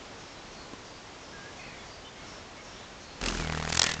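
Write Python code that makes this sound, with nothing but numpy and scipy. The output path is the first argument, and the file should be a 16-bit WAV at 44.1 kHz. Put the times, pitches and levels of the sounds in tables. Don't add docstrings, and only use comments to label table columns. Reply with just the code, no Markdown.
import sys
import numpy as np
from scipy import signal
from scipy.fft import rfft, irfft, next_fast_len
from scipy.io import wavfile
from scipy.ndimage import map_coordinates

SR = 44100
rng = np.random.default_rng(int(sys.argv[2]) if len(sys.argv) > 2 else 0)


def generate_wav(sig):
    pcm = np.round(np.clip(np.atleast_2d(sig).T, -1, 1) * 32767).astype(np.int16)
    wavfile.write(sys.argv[1], SR, pcm)


N = 176400
T = np.arange(N) / SR


def amp(db):
    return 10 ** (np.asarray(db) / 20)


def unit(x):
    return x / np.sqrt(np.mean(x ** 2) + 1e-20)


def curves(rows):
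    times, *columns = np.transpose(rows)
    return [np.interp(T, times, column) for column in columns]


def wobble(rate, size=N):
    return map_coordinates(rng.standard_normal(int(size * rate / SR) + 4), [T[:size] * rate])


def filtered(x, response):
    size = next_fast_len(len(x) + 8192)
    return irfft(rfft(x, size) * response(np.fft.rfftfreq(size, 1 / SR)), size)[:len(x)]


def colour(points, hz):
    f, db = np.transpose(points)
    return amp(np.interp(np.log(hz + 1), np.log(f + 1), db))


def noise(points):
    return unit(filtered(rng.standard_normal(N), lambda hz: colour(points, hz)))


def bump(turns, at, width):
    return np.exp(-.5 * (((turns - at + .5) % 1 - .5) / width) ** 2)


def hush(level_db=-46, waver_db=0.7):
    # f/Hz, relative level/dB
    air = [(15, -26), (25, 1), (170, -1.46), (450, -2), (1100, -5), (1700, -8.5), (2660, -10.3),
           (5430, -14), (7120, -17), (8880, -33), (11500, -68)]
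    return amp(level_db + waver_db * wobble(6.09)) * noise(air)


def whistle(hz, rasp, swing_hz=420):
    pitch = hz + rasp * swing_hz * wobble(700, len(hz))
    return unit(signal.windows.tukey(len(hz), .5) * np.sin(2 * np.pi * np.cumsum(pitch) / SR))


def chirps(note_s=0.19, lead_s=0.0099, lisp_s=0.098, lisp_db=-1):
    # t/s, landing f/Hz, level/dB
    calls = [(.16, 5350, -60), (0.489, 4350, -59.5), (.82, 4780, -60), (1.18, 5170, -61.5),
             (1.54, 4350, -59.5), (1.83, 4700, -60), (2.23, 5400, -58.5), (2.609, 5500, -60),
             (2.98, 4240, -58)]
    # f/Hz, relative level/dB
    lisp = [(4500, -25), (5600, 4.5), (6900, -0.5), (7800, -28.5)]
    out, hiss = np.zeros(N + SR), noise(lisp)
    swell = np.hanning(int(lisp_s * SR))
    for s, landing_hz, db in calls:
        span = slice(round(s * SR), round(s * SR) + len(swell))
        out[span] += amp(db + lisp_db) * unit(swell * hiss[span])
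        note = whistle(np.full(int(note_s * SR), landing_hz), rasp=.48)
        out[round((s + lead_s) * SR):][:len(note)] += amp(db) * note
    return out[:N]


def pips(length_s=0.063):
    # t/s, f/Hz, level/dB
    calls = [(.355, 3990, -61), (.57, 4300, -56), (1.775, 3386, -56.5), (1.898, 4720, -56),
             (2.036, 2995, -52), (2.05, 3560, -57.5), (2.15, 3250, -57), (2.56, 2200, -56),
             (3.934, 2700, -55)]
    out = np.zeros(N + SR)
    for s, hz, db in calls:
        pip = whistle(np.full(int(length_s * SR), hz), rasp=0.18)
        out[round(s * SR):][:len(pip)] += amp(db) * pip
    return out[:N]


def knock(start_s=.7355, level_db=-30):
    # f/Hz, relative level/dB, T60/s
    modes = [(240, 1, 0.021), (1030, -10, 0.06)]
    t = np.maximum(T - start_s, 0)
    ring = sum(amp(db - 60 * t / t60) * np.cos(2 * np.pi * hz * t) for hz, db, t60 in modes)
    return amp(level_db) * (t > 0) * ring


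def song():
    # t/s, duration/s, first f/Hz, middle f/Hz, last f/Hz, level/dB, rasp (0-1)
    phrase = [(1.299, 0.24, 1715, 1610, 1820, -51.5, 0.04), (2.14, 0.15, 2070, 2170, 2150, -59.5, 0.07),
              (2.721, 0.17, 2950, 3600, 3850, -58.5, 0.67), (3.338, .3, 2777, 2056, 1890, -48.5, .17),
              (3.799, 0.151, 1850, 1882, 2004, -39, .27)]
    out = np.zeros(N + SR)
    for s, length, first, middle, last, db, rasp in phrase:
        progress = np.linspace(0, 1, int(length * SR))
        pitch = np.polyval(np.polyfit([0, .5, 1], [first, middle, last], 2), progress)
        out[round(s * SR):][:len(pitch)] += amp(db) * whistle(pitch, rasp)
    return out[:N]


def trill(start_s=1.592, length_s=.255, level_db=-48, fade_db=7.5, pulse_hz=54, fall_hz=420):
    progress = np.clip((T - start_s) / length_s, 0, 1)
    pulse = ((T - start_s) * pulse_hz + .15 * wobble(40)) % 1
    strands = np.zeros(N)
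    for strand_hz in (2550, 2186):
        slide_hz = 326 * (.5 - pulse + .3 * wobble(200))
        pitch = strand_hz - fall_hz * progress + slide_hz
        strands += np.sin(2 * np.pi * np.cumsum(pitch) / SR)
    envelope = amp(level_db - fade_db * progress) * ((progress > 0) & (progress < 1))
    return envelope * np.sqrt(2) * np.sin(np.pi * pulse) * strands


def among_trees(x, t60_s=0.48, wet=0.5):
    tail = rng.standard_normal(SR) * amp(-60 * T[:SR] / t60_s)
    scattered = signal.fftconvolve(x, tail / np.linalg.norm(tail))[:N]
    return (x + wet * scattered) / np.hypot(1, wet)


def downwash(turns, level_db, gust_db=-36.5, growth=2.8, centre_hz=278):
    wash = unit(-np.sin(2 * np.pi * turns))
    band = lambda hz: (hz * centre_hz / (hz ** 2 + centre_hz ** 2)) ** 3
    gust = unit(filtered(rng.standard_normal(N), band))
    return amp(level_db) * wash + amp(gust_db + growth * (level_db - level_db.max())) * gust


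def hum(turns, beat_hz, lead_turns=0.076, focus_db=8, width_hz=17.4):
    harmonics = [1.5, -7, -5, -8.5, -7.5, -12.5]
    # t/s, f/Hz
    focus = [(3.35, 203), (3.43, 161), (3.68, 159), (3.8, 124), (3.93, 175)]
    focus_hz, = curves(focus)
    tone = np.zeros(N)
    for k, db in enumerate(harmonics, 2):
        lift_db = focus_db * np.exp(-.5 * ((k * beat_hz - focus_hz) / width_hz) ** 2)
        tone += amp(db + lift_db) * np.cos(2 * np.pi * k * (turns + lead_turns))
    return unit(tone)


def flick(turns, beat_hz, wing_offset_turns=0.0604, swish_db=-3, snap_db=-4.5):
    # f/Hz, relative level/dB
    swish = [(250, -17), (700, -3.5), (1500, 2), (2600, -5.5), (7300, -15), (9000, -40)]
    # f/Hz, relative level/dB, T60/s
    modes = [(433, -3.5, 0.022), (853, -1, 0.0082), (1430, 1.5, 0.0037)]
    first_reversal = bump(turns, at=0, width=.032) + .2 * bump(turns, at=0, width=.11)
    second_reversal = .52 * bump(turns, at=0.435, width=.045)
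    swishes = unit((first_reversal + second_reversal) * noise(swish))
    since_s = np.array([turns % 1, (turns + wing_offset_turns) % 1]) / beat_hz
    rings = sum(amp(db - 60 * since_s / t60) * np.sin(2 * np.pi * hz * since_s) for hz, db, t60 in modes)
    return amp(swish_db) * swishes - amp(snap_db) * unit(rings.sum(0))


def rustle(flicker_db=3.7):
    # f/Hz, relative level/dB
    spectrum = [(200, -5), (6800, -8.5), (9000, -24)]
    return unit(amp(flicker_db * wobble(300)) * noise(spectrum))


def wings(start_s=3.21, rise_s=0.006, reversal_s=3.4494, scatter_db=.6):
    # t/s, f/Hz
    beat = [(3.2, 43.5), (3.3, 41.3), (3.45, 40), (3.6, 39.1), (3.7, 39.8), (3.8, 43.5), (3.88, 41),
            (4, 38.6)]
    # t/s, then relative level/dB of downwash, hum, flick and rustle
    flight = [(3.22, -38, -42, -42, -43), (3.265, -36, -39.5, -40, -35.5), (3.33, -39, -40.5, -40.5, -37),
              (3.41, -37.5, -37.5, -39.5, -39), (3.49, -45, -35, -34.5, -48), (3.6, -47, -36.5, -35.5, -47),
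              (3.68, -44, -38.5, -34.5, -44.5), (3.75, -56, -36, -38, -44.5), (3.815, -63, -40, -54, -36),
              (3.84, -60, -43, -54, -31), (3.9, -57, -44, -42.5, -38), (3.96, -50, -42.5, -44.5, -48)]
    beat_hz, = curves(beat)
    wash_db, hum_db, flick_db, rustle_db = curves(flight)
    turns = np.cumsum(beat_hz) / SR
    turns -= np.interp(reversal_s, T, turns)
    membrane = amp(flick_db) * flick(turns, beat_hz) + amp(rustle_db) * rustle()
    airflow = downwash(turns, wash_db) + amp(hum_db) * hum(turns, beat_hz)
    effort = np.clip((T - start_s) / rise_s, 0, 1) * amp(scatter_db * wobble(60))
    return effort * (airflow + membrane)


def strikes(gain_db=-3.5, bright_db=5, octaves=.45, attack_s=.0005, release_s=.0013, rasp_db=1.8):
    # t/s, relative level/dB, duration/s, emphasised f/Hz
    contacts = [(3.213, -28.5, 0.0042, 4400), (3.2375, -21.5, 0.0025, 2500), (3.259, -20, 0.0043, 4000),
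                (3.284, -22.5, 0.0033, 3500), (3.69, -31.5, 0.015, 6000), (3.7235, -22.5, 0.0061, 3700),
                (3.745, -26, 0.011, 7100), (3.7706, -18.5, 0.0061, 6600), (3.7938, -12.5, 0.0039, 6160),
                (3.8163, -13, 0.0037, 4500), (3.8308, -16.5, 0.0018, 6000), (3.84, -10.5, 0.0011, 6060),
                (3.8636, -20.5, 0.0074, 2840), (3.8888, -26.5, 0.0065, 2980), (3.913, -25, 0.0078, 3160),
                (3.937, -28, 0.0056, 4560)]
    # f/Hz, relative level/dB
    spectrum = [(200, -14), (600, -2.5), (1400, 2), (7400, -2), (9000, -17.5)]
    out, t = np.zeros(N + SR), T[:SR // 20]
    for s, db, length, peak_hz in contacts:
        emphasis = lambda hz: amp(bright_db * np.exp(-.5 * (np.log2((hz + 1) / peak_hz) / octaves) ** 2))
        envelope = (1 - np.exp(-t / attack_s)) * np.exp(-np.maximum(t - length, 0) / release_s)
        catches = amp(rasp_db * wobble(1400, len(t)))
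        scrape = filtered(rng.standard_normal(len(t)), lambda hz: colour(spectrum, hz) * emphasis(hz))
        out[round(s * SR):][:len(t)] += amp(db + gain_db) * envelope * unit(catches * scrape)
    return out[:N]


def scene():
    beetle = wings() + strikes()
    birds = among_trees(song() + pips() + chirps() + trill())
    return (beetle + birds + knock() + hush())[None]


def record(dry, limit_hz=9000):
    roll_off = [(7400, -0.5), (8700, -7), (9100, -24.5)]  # f/Hz, gain/dB
    return filtered(dry[0], lambda hz: colour(roll_off, hz) / (1 + (hz / limit_hz) ** 120))[None]


dry = scene()
out = record(dry)
generate_wav(out)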